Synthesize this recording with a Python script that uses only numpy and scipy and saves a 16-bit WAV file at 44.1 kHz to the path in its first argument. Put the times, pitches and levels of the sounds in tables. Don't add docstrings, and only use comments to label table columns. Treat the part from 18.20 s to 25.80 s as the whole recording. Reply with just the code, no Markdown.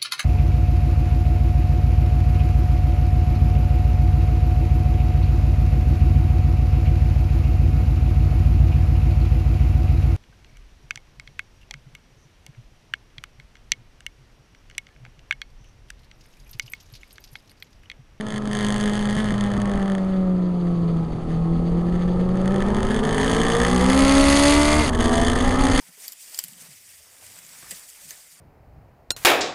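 import sys
import numpy as np
from scipy import signal
from scipy.fft import rfft, irfft, next_fast_len
from scipy.io import wavfile
from scipy.ndimage import uniform_filter1d, map_coordinates

SR = 44100
rng = np.random.default_rng(int(sys.argv[2]) if len(sys.argv) > 2 else 0)


def makeup_ratio(level_db):
    decades = np.asarray(level_db, float) / 20
    return 10 ** decades


def int16_out(signal):
    q = np.round(np.clip(np.atleast_2d(signal).T, -1, 1) * 32767)
    wavfile.write(sys.argv[1], SR, q.astype(np.int16))


N = 335160


def unit(x):
    return x / np.sqrt(np.mean(x ** 2) + 1e-20)


def steadied(x, size):
    return x / np.sqrt(np.abs(uniform_filter1d(x ** 2, size=size)) + 1e-12)


def along(points, hz):
    f, v = np.transpose(points)
    return np.interp(np.log(hz + 1), np.log(f + 1), v)


def curves(rows):
    s, *cols = np.transpose(rows)
    return [np.interp(np.arange(N) / SR, s, c) for c in cols]


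def spells(rows, column, edge_s):
    t = np.arange(N) / SR
    total = np.zeros(N)
    for row in rows:
        inside = np.minimum(t - row[0], row[0] + row[1] - t)
        total += row[column] * np.clip(inside / edge_s + 0.5, 0, 1)
    return total


def wobble(rate, count=N):
    knots = rng.standard_normal(int(count * rate / SR) + 2)
    return np.interp(np.arange(count) * rate / SR, np.arange(len(knots)), knots)


def filtered(x, response):
    m = next_fast_len(N + SR // 4)
    return irfft(rfft(x, m) * response(np.fft.rfftfreq(m, 1 / SR)), m)[..., :N]


def rush(spectrum):
    return unit(filtered(rng.standard_normal(N), lambda hz: makeup_ratio(along(spectrum, hz))))


def tone(turns, db, flutter_db, rate):
    level_db = db + flutter_db * wobble(rate, len(turns))
    return -np.sqrt(2) * makeup_ratio(level_db) * np.cos(2 * np.pi * turns)


# f/Hz, level/dB
SCREEN_CAVITY = [(80, -8), (150, -9), (250, 5), (320, -3), (420, 3.5), (550, -1), (700, -5), (900, -4),
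                 (1200, -1.5), (1500, -13), (2200, -3)]


def stack(turns, level_db, orders, flutter_db, rate, blend):
    step = 8
    coarse = 0
    for multiple, *column_db in orders:
        order_db = level_db[::step] + np.interp(blend[::step], np.arange(len(column_db)), column_db)
        coarse = coarse + tone(multiple * turns[::step] + rng.random(), order_db, flutter_db, rate * step)
    orders_sum = signal.resample_poly(coarse, step, 1)[:N]
    return filtered(orders_sum, lambda hz: makeup_ratio(along(SCREEN_CAVITY, hz)))


def load():
    return curves(OWN_ENGINE)[2] - spells(THROTTLE_LIFTS, column=3, edge_s=0.034)


def in_step(turns):
    s = np.transpose(SLAPS)[0]
    phase = np.exp(2j * np.pi * np.interp(s * SR, np.arange(N), turns + 0.14))
    smooth = np.convolve(phase, np.hanning(7), "same")
    late = np.unwrap(np.angle(smooth)) / (2 * np.pi)
    return turns - uniform_filter1d(np.interp(np.arange(N) / SR, s, late), size=SR // 10)


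# t/s, firing rate f/Hz, firing tone level/dB, load level/dB
OWN_ENGINE = [(0.0, 213, -29.5, -37.5), (0.5, 211.6, -21, -31), (1.0, 213.6, -20, -33),
              (1.6, 197.9, -20, -32), (2.0, 186.8, -18.5, -37.5), (2.85, 163.7, -19, -38.5),
              (3.1, 163.5, -20, -37.5), (4.1, 182, -17.5, -36), (4.4, 195.4, -20, -29),
              (4.8, 222, -25, -28), (5.2, 232.9, -34.5, -24.5), (5.6, 254.6, -22, -24.5),
              (5.8, 270.1, -14, -20), (6.2, 283.1, -15, -20), (6.62, 303.2, -18.5, -19),
              (6.75, 228.5, -23.5, -24), (7.0, 235.5, -24, -26), (7.6, 263.4, -19.5, -21.5)]
# t/s, length/s, loss of firing tone/dB, loss of load/dB
THROTTLE_LIFTS = [
    (2.84, 0.252, 7.5, 2),
    (6.62, 0.175, 9, 2),
    (6.69, 0.077, -6, 6),
]
# f/Hz, level/dB
EXHAUST_PIPE = [(330, -4.5), (355, -3), (385, -1.5), (415, -7), (450, 0), (495, -15), (560, -2.5),
                (640, -14), (750, -7)]
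# multiple of firing rate, coasting/dB, driving/dB, flat out/dB
OWN_WEAK_ORDERS = [(.5, -2, -0.5, -5), (.75, -7, -12, -17.5), (1.25, -24, -26, -25), (1.5, -21.5, -8, -19),
                   (2.249, -25, -21, -7.5), (2.5, -14.5, -29, -14), (2.75, -18.5, -13, -23),
                   (3.25, -24, -7, -9.5), (3.5, -10.5, -11.5, -22), (3.75, -20, -13, -12.5),
                   (4, -8, -20, -16.5), (4.25, -20, -12, -21), (4.5, -12, -15, -15),
                   (4.75, -18, -18.5, -10), (5, -11.5, -13, -12), (5.5, -13.5, -15.5, -12),
                   (5.75, -20, -27, -14), (6, -12.5, -21, -9.5), (6.5, -11, -12, -17),
                   (6.75, -20, -16, -28), (6.998, -21, -27, -14), (7.248, -24, -9, -16.5),
                   (7.502, -16, -20, -33), (8, -35, -21, -24)]
LOAD_STATES = (-30, -26, -20)


def own_engine():
    hz, first_db, _ = curves(OWN_ENGINE)
    turns = in_step(np.cumsum(hz * (1 + 0.0023 * wobble(60))) / SR)
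    lift_db = spells(THROTTLE_LIFTS, column=2, edge_s=0.018)
    above = load() + 30
    second_db = -31 + 1.05 * above + along(EXHAUST_PIPE, 2 * hz) - lift_db
    third_db = -30 + 0.21 * above + along(EXHAUST_PIPE, 3 * hz) - lift_db
    sound = tone(turns, first_db - lift_db, flutter_db=1.1, rate=34)
    sound = sound + tone(2 * turns, second_db, flutter_db=3.5, rate=15)
    sound = sound + tone(3 * turns, third_db, flutter_db=2.0, rate=12)
    blend = np.interp(load(), LOAD_STATES, np.arange(3))
    weak = stack(turns, load() + 1.7, OWN_WEAK_ORDERS, flutter_db=3.0, rate=11, blend=blend)
    return sound + weak, turns


# t/s, engine cycle rate f/Hz, firing tone level/dB, upper orders level/dB
ENGINE_AHEAD = [(0.0, 44.24, -37.5, -45), (0.6, 41.4, -32.5, -77), (1.4, 38.02, -28, -59),
                (1.9, 36.51, -54, -41), (2.8, 39.48, -35, -35.5), (3.4, 41.43, -44.5, -33.5),
                (4.1, 43.07, -30.5, -32.5), (4.6, 47.5, -32, -32), (5.0, 52.22, -29, -27.5),
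                (5.6, 62.1, -22, -30), (6.0, 68.36, -26.5, -34), (6.3, 72.5, -34.5, -31.5),
                (6.6, 75.72, -29, -29.5), (6.9, 82.82, -25, -27), (7.6, 94.4, -24.5, -37.5)]
# multiple of cycle rate, level/dB
AHEAD_WEAK_ORDERS = [(2, -4), (4, -1.5), (5, -4), (6, -10.5), (7, -10), (8, 0), (9, -10), (10, -15),
                     (11, -8.5), (12, -14), (13, -15.5), (14, -14), (15, -36), (16, -27), (17, -36),
                     (18, -11), (19, -8), (21, -14.5)]


def engine_ahead():
    hz, firing_db, upper_db = curves(ENGINE_AHEAD)
    turns = np.cumsum(hz * (1 + 0.0029 * wobble(30))) / SR
    cycle_db = -26 - 25 * np.clip((55 - hz) / 3, 0, 1)
    firing = tone(3 * turns, firing_db, flutter_db=2.5, rate=9)
    cycle = tone(turns, cycle_db, flutter_db=3.0, rate=16)
    weak = stack(turns, upper_db, AHEAD_WEAK_ORDERS, flutter_db=4.0, rate=11, blend=0 * hz)
    return firing + cycle + weak


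# f/Hz, width/Hz, shaken lightly/dB, shaken hard/dB
HOUSING_MODES = [(1190, 520, -5, -2), (1783, 256, 4.5, -6.5), (2035, 180, -6.5, -1), (2800, 2600, -9, 0),
                 (3100, 284, -0.5, -28), (3390, 160, -3.5, -7.5), (4420, 540, -8.5, -3.5),
                 (5340, 3200, -18, -26), (6364, 460, -4.5, -3.5), (7040, 2100, -17, -13),
                 (8210, 530, -7.5, -8), (9260, 890, -11.5, -6), (11070, 1300, -11, -5.5)]


def housing(x, column, depth=0.55):
    def response(f):
        modes = 0
        for row in HOUSING_MODES:
            centre, width = row[:2]
            modes = modes + makeup_ratio(row[column]) * 1j * f * width / (centre ** 2 - f * f + 1j * f * width)
        return modes * np.abs(modes) ** depth
    return filtered(x, response)


# t/s, rattle level/dB, treble of the contact/dB
MOUNT_RATTLE = [(0.0, -53, -3), (.33, -41, -1), (1.0, -41, -1), (1.78, -51.5, -14), (1.86, -54.5, -14),
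                (2.4, -65.5, -7.5), (3.4, -65, -2), (4.15, -58, -8.5), (4.35, -50.5, -12), (4.7, -41.5, -3),
                (5.05, -34, -2.5), (5.7, -31, -3.5), (5.9, -26.5, -4.5), (6.2, -25.5, 1), (6.66, -30, -2.5),
                (6.9, -34, 0.5), (7.3, -34.5, -3.5), (7.6, -29.5, -2.5)]
# level/dB for each of four cylinders, last slapper first
CYLINDER_BLOWS = [
    (-2, -5, -3, -6),
    (-1, -2, -6, -9),
    (0, -1, -3, -5),
]
# t/s, length/s, change of rattle level/dB
MOUNT_JOLTS = [(.19, .125, -9), (.645, .01, -9), (.785, .01, -16), (.876, .012, -16), (.96, .012, -15),
               (.972, .038, 5), (1.035, .008, -11), (1.13, .012, -14), (1.165, .015, -11),
               (1.195, .015, -5), (1.3, .042, -3), (1.35, .06, -4.5), (1.43, .021, -13), (1.92, .05, 4),
               (2.07, .01, 7), (2.22, .01, 8), (2.4, .015, 7), (2.47, .022, 11), (2.765, .01, 7),
               (2.93, .012, 7), (3.085, .08, 9), (3.21, .05, 4), (3.44, .04, 4), (3.51, .023, 8),
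               (3.57, .05, 7), (3.66, .04, 8), (3.722, .045, 11), (3.79, .05, 11), (3.875, .022, 11),
               (3.93, .04, 4), (3.995, .02, 7), (4.418, .014, 9), (4.605, .012, -7), (4.7, .025, 3.5),
               (4.81, .02, -12), (6.7, .028, -17), (6.73, .03, -6), (6.762, .035, -14), (7.14, .014, -9),
               (7.365, .027, -7)]


def mount(turns):
    level_db, treble_db = curves(MOUNT_RATTLE)
    light_hz, hard_hz = 207, 275
    shaking = np.clip((curves(OWN_ENGINE)[0] - light_hz) / (hard_hz - light_hz), 0, 1)
    hard = np.clip(4 * shaking - 3, 0, 1)
    firing, since = np.divmod(turns + 0.1446, 1)
    firing = firing.astype(int)

    slapped = np.round((np.transpose(SLAPS)[0] + 0.001) * SR).astype(int)
    last_slap = np.clip(np.searchsorted(slapped, np.arange(N)) - 1, 0, None)
    cylinder = (firing - firing[slapped][last_slap]) % 4
    strength = np.clip(4 * shaking - 0.2, 0, 1) + hard
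    blow_db = map_coordinates(np.array(CYLINDER_BLOWS, float), [strength, cylinder], order=1)
    blow_db = blow_db * np.clip((level_db + 60) / 14, 0.3, 1)
    spread_db = 1.3 + 0.9 * np.clip((-38 - level_db) / 8, 0, 1)
    scatter_db = spread_db * rng.standard_normal(N // 100)[firing]
    size = makeup_ratio(blow_db + scatter_db + (1.8 - 1.1 * hard) * wobble(18))

    swell = since / (0.12 + 0.1 * shaking)
    burst = swell * np.exp(1 - swell) + 0.03 + 0.09 * hard
    chatter = size * burst * rng.standard_normal(N)

    steps = np.minimum(since, 1 - since) / np.gradient(turns)
    blunt = 3.5 + 7 * shaking
    knock_size = np.roll(size * makeup_ratio(-0.35 * blow_db), -5)
    knock = knock_size * np.clip(1 - steps / blunt, 0, 1) / blunt
    blows = chatter + (14 - 9 * np.clip(3 * shaking, 0, 1) + 6 * hard) * knock

    tight = np.clip(2 * shaking - 1, 0, 1)
    rattle = housing(blows * (1 - tight), column=2) + housing(blows * tight, column=3)
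    steady = np.sqrt(np.abs(uniform_filter1d(rattle ** 2, size=SR // 3)) + 1e-12)
    treble = filtered(rattle, lambda hz: 1 / (1 + (2600 / (hz + 1)) ** 6))
    rattle = rattle + (makeup_ratio(treble_db) - 1) * treble
    return makeup_ratio(level_db + spells(MOUNT_JOLTS, column=2, edge_s=0.0017) + 7.0) * rattle / steady


# f/Hz, level/dB
FAIRING = [(1400, -9), (1800, -4), (4700, -1.5), (5400, -21), (6350, -7), (8600, -28), (10000, -19),
           (11500, -32)]


def valve_train(turns):
    ticks = makeup_ratio(3.2 * wobble(60)) * np.exp(-(turns % 1) / 2.2) * rng.standard_normal(N)
    dull = filtered(housing(ticks, column=3), lambda hz: makeup_ratio(along(FAIRING, hz)))
    jolt_db = 0.4 * spells(MOUNT_JOLTS, column=2, edge_s=0.003)
    return makeup_ratio(-50.5 + (load() + 30) / 2 + jolt_db) * unit(dull)


# t/s, buffeting level/dB
WIND_GUSTS = [(0.0, -45), (0.59, -34), (1.48, -34.5), (1.57, -25), (1.67, -44), (1.97, -33.5), (2.33, -44),
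              (2.45, -37), (3.32, -28.5), (4.32, -29.5), (4.4, -34), (4.42, -24.5), (5.16, -29.5),
              (5.21, -23), (5.52, -30.5), (6.05, -22), (6.14, -27), (7.6, -21)]
# f/Hz, level/dB per Hz
BUFFET_SPECTRUM = [(5, -42), (12, 6.5), (28, 5.5), (55, 2.5), (120, -10.5), (250, -11), (500, -58)]
# f/Hz, level/dB per Hz
ROAR_SPECTRUM = [(60, -42), (130, 5.5), (250, 5.5), (450, 7.5), (800, 0.5), (1050, -5.5), (1280, 5.5),
                 (1450, -10.5), (2500, -16.5), (6000, -29.5)]
# f/Hz, level/dB per Hz
PANEL_SPECTRUM = [(70, -12), (120, 9.5), (180, 9), (260, 6), (400, -56)]


def air():
    lumps = makeup_ratio(2 * wobble(9) + 2 * wobble(40))
    buffet = steadied(lumps * rush(BUFFET_SPECTRUM), size=SR // 5)
    roar = unit(makeup_ratio(0.53 * wobble(20) + 1.7 * wobble(2.7)) * rush(ROAR_SPECTRUM))
    drum = unit(makeup_ratio(3.2 * wobble(20)) * rush(PANEL_SPECTRUM))
    roar_db = -31 + 0.87 * (np.minimum(load(), -26) + 30.5)
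    drum_db = -38.5 - 0.46 * (load() + 30)
    return makeup_ratio(curves(WIND_GUSTS)[0] + 3.0) * buffet + makeup_ratio(roar_db) * roar + makeup_ratio(drum_db) * drum


# t/s, level/dB, ring/dB
BRAKING_SLAPS = [(0.0095, -25, -5), (0.0663, -28, -6), (0.0848, -27, -9), (0.1038, -24, -9),
                 (0.1222, -27, -5), (0.1407, -29, -6), (0.1601, -25, -10), (0.1791, -24, -9),
                 (0.2215, -38, 1), (0.2549, -29, -7), (0.2739, -26, -7), (0.3123, -27, -4),
                 (0.3312, -27, -4), (0.3312, -19, -11), (0.3507, -19, -10), (0.3696, -20, -10),
                 (0.3886, -20, -10), (0.4081, -22, -9), (0.427, -24, -6), (0.4465, -17, -12),
                 (0.4654, -19, -11), (0.4849, -19, -10), (0.5038, -19, -10), (0.5233, -18, -11),
                 (0.5423, -22, -7), (0.5617, -21, -10), (0.5807, -22, -11), (0.6006, -22, -9),
                 (0.6096, -20, -12), (0.638, -22, -11), (0.6575, -21, -9), (0.6765, -24, -7),
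                 (0.6959, -24, -8), (0.7343, -22, -11), (0.7538, -22, -8), (0.7917, -22, -10),
                 (0.8256, -25, -5), (0.8545, -21, -9), (0.8885, -27, -8), (0.8979, -24, -11),
                 (0.9079, -23, -11), (0.9269, -25, -7), (0.9513, -23, -10), (0.9658, -22, -7)]
# t/s, level/dB, ring/dB
FADING_SLAPS = [(1.0428, -24, -10), (1.0862, -29, -1), (1.1061, -27, 0), (1.1211, -23, -10),
                (1.1401, -27, -3), (1.1795, -27, -3), (1.2089, -20, -9), (1.2383, -25, -10),
                (1.2628, -29, -7), (1.3027, -32, -3), (1.3162, -28, -3), (1.3371, -26, -4),
                (1.3665, -31, -4), (1.3765, -30, -4), (1.4005, -29, -2), (1.4164, -21, -9),
                (1.4558, -28, -4), (1.4753, -34, -2), (1.4953, -31, -4), (1.5152, -29, -3),
                (1.5362, -29, -1), (1.5556, -33, -6), (1.5751, -31, -2), (1.596, -35, 2), (1.6165, -37, 2),
                (1.6265, -32, 0), (1.6579, -35, 2), (1.6783, -30, -1), (1.6988, -29, -1), (1.7187, -29, -2),
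                (1.7502, -34, 1), (1.7502, -31, -1), (1.7811, -33, -1), (1.8465, -39, -4)]
# t/s, level/dB, ring/dB
DRIVING_SLAPS = [(4.0899, -38, -1), (4.1557, -39, 0), (4.1717, -34, -5), (4.2146, -32, -10),
                 (4.2575, -28, -3), (4.2764, -24, -5), (4.3064, -34, -1), (4.3203, -32, -5),
                 (4.3418, -27, -2), (4.3602, -26, -2), (4.3812, -32, -4), (4.4036, -28, -1),
                 (4.4221, -25, -3), (4.4645, -31, -5), (4.4845, -28, -6), (4.5029, -30, -3),
                 (4.5458, -24, -12), (4.5668, -25, -10), (4.5842, -31, 0), (4.6047, -25, -9),
                 (4.6296, -21, -13), (4.6496, -29, -5), (4.668, -24, -7), (4.687, -27, -8),
                 (4.7065, -25, -5), (4.7444, -20, -9), (4.7628, -24, -6), (4.7903, -26, -4),
                 (4.8367, -23, -4), (4.8506, -19, -6), (4.8731, -26, -2), (4.891, -21, -7),
                 (4.909, -24, -6), (4.927, -20, -7), (4.9449, -23, -4), (4.9808, -18, -6),
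                 (5.0123, -21, -5), (5.0307, -21, -4), (5.0442, -17, -8), (5.0786, -21, -4),
                 (5.0961, -19, -6), (5.114, -18, -7), (5.135, -21, -6), (5.147, -18, -6), (5.1649, -17, -8),
                 (5.1983, -21, -6), (5.2153, -16, -8), (5.2333, -17, -7), (5.2662, -18, -4),
                 (5.2831, -17, -6), (5.3006, -19, -6), (5.3201, -20, -9), (5.333, -20, -6),
                 (5.3505, -21, -3), (5.367, -18, -5), (5.4004, -18, -4), (5.4158, -16, -6),
                 (5.4488, -18, -5)]
# t/s, level/dB, ring/dB
SHIFTED_SLAPS = [(6.7323, -27, -2), (6.7523, -23, -8), (6.7757, -28, -10), (6.7892, -21, -7),
                 (6.8066, -21, -5), (6.856, -17, -10), (6.8805, -19, -10), (6.8929, -16, -11),
                 (6.9363, -19, -7), (6.9543, -16, -11), (6.9792, -16, -10), (7.0142, -14, -12),
                 (7.0481, -16, -11), (7.0695, -21, -6), (7.082, -15, -9), (7.099, -15, -9),
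                 (7.1164, -18, -9), (7.1568, -21, -6), (7.1868, -17, -10), (7.2067, -18, -10),
                 (7.2476, -22, -5), (7.2596, -22, -5), (7.292, -19, -7), (7.3908, -19, -6),
                 (7.4517, -18, -9), (7.4676, -16, -11), (7.5175, -16, -9), (7.5604, -16, -8),
                 (7.5769, -11, -11)]
# t/s, level/dB, ring/dB
FLAT_OUT_SLAPS = [(5.4484, -21, -2), (5.4658, -22, -1), (5.4818, -22, -2), (5.5132, -23, -1),
                  (5.5302, -22, -3), (5.5611, -21, -3), (5.6095, -21, -3), (5.6619, -20, -6),
                  (5.6988, -14, -12), (5.7287, -22, -5), (5.7452, -19, -8), (5.7751, -15, -11),
                  (5.7896, -14, -12), (5.805, -15, -11), (5.82, -16, -8), (5.8489, -14, -9),
                  (5.8794, -14, -10), (5.8938, -12, -12), (5.9223, -12, -12), (5.9512, -15, -9),
                  (5.9806, -16, -9), (6.0091, -14, -9), (6.053, -14, -8), (6.0859, -13, -9),
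                  (6.1218, -15, -8), (6.1642, -11, -12), (6.1927, -13, -10), (6.2351, -8, -14),
                  (6.3054, -10, -10), (6.3343, -14, -9), (6.4137, -13, -10), (6.4306, -12, -11),
                  (6.4536, -13, -11), (6.4815, -15, -8), (6.5319, -16, -7), (6.5913, -19, -4)]
SLAPS = BRAKING_SLAPS + FADING_SLAPS + DRIVING_SLAPS + SHIFTED_SLAPS


def slaps(rows, column, trim_db, ring_trim_db):
    s, db, ring_db = np.transpose(rows)
    t = np.arange(SR // 200) / SR
    rise_s = 0.001
    swell = t / rise_s * np.exp(1 - t / rise_s)
    rebounds = rfft(swell * rng.standard_normal((len(s), len(t))))
    flat = rebounds / (np.abs(rebounds) + 1e-9)
    contact = np.sqrt(swell) * irfft(flat, len(t))
    contact = contact / np.linalg.norm(contact, axis=1)[:, None]
    at = (np.round(s * SR).astype(int)[:, None] + np.arange(len(t))).ravel()

    def lay(gain_db, shape):
        return np.bincount(at, (makeup_ratio(gain_db)[:, None] * shape).ravel(), N)

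    def high(hz):
        return 1 / (1 + (2500 / (hz + 1)) ** 6)

    treble_hits = lay(db + 24 + trim_db, contact)
    ring_hits = lay(db + ring_db + 35 + ring_trim_db, contact)
    treble = filtered(housing(treble_hits, column, depth=0.99), high)
    ring = filtered(housing(ring_hits, column, depth=1.0), lambda hz: 1 - high(hz))
    push = -(t / 0.0012) * np.exp(1 - t / 0.00057)
    return treble + ring + lay(db - 9, push)


# t/s, peak level/dB, f/Hz
ROAD_BUMPS = [
    (0.276, -14, 252),
    (.72, -21, 304),
    (0.969, -5, 186),
    (1.049, -13, 230),
    (1.121, -5.5, 205),
    (1.38, -5, 201),
    (1.581, -8.5, 197),
    (5.267, -14, 120.6),
]


def bumps():
    out, t = np.zeros(N + SR), np.arange(SR // 20) / SR
    for s, db, hz in ROAD_BUMPS:
        decay = makeup_ratio(db - 60 * t / 0.029)
        out[round(s * SR):][:len(t)] += decay * np.sin(2 * np.pi * hz * t)
    return out[:N]


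def scene():
    engine, turns = own_engine()
    rattle = mount(turns) + slaps(SLAPS, column=2, trim_db=-2, ring_trim_db=-6)
    rattle = rattle + slaps(FLAT_OUT_SLAPS, column=3, trim_db=-4, ring_trim_db=-9)
    return (engine + engine_ahead() + rattle + valve_train(turns) + air() + bumps())[None]


def low_pass(x):
    return signal.sosfilt(signal.butter(12, 12260, fs=SR, output="sos"), x)


# f/Hz, level/dB
MICROPHONE = [(10500, -2.5), (11500, -19), (12200, -28.5), (13000, -64), (16000, -59)]


def record(dry):
    lopsided = 0.11
    offset, top = -0.0067, 0.8
    swing = lopsided * steadied(dry, size=SR // 4)
    bent = dry * (1 - swing / (1 + np.abs(swing)))
    bent = bent - uniform_filter1d(bent - dry, size=SR // 8)
    heard = filtered(bent, lambda hz: makeup_ratio(along(MICROPHONE, hz))) + offset
    heard = heard / (1 + (heard / top) ** 4) ** (1 / 4)
    return low_pass(heard)


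dry = scene()
out = record(dry)
int16_out(out)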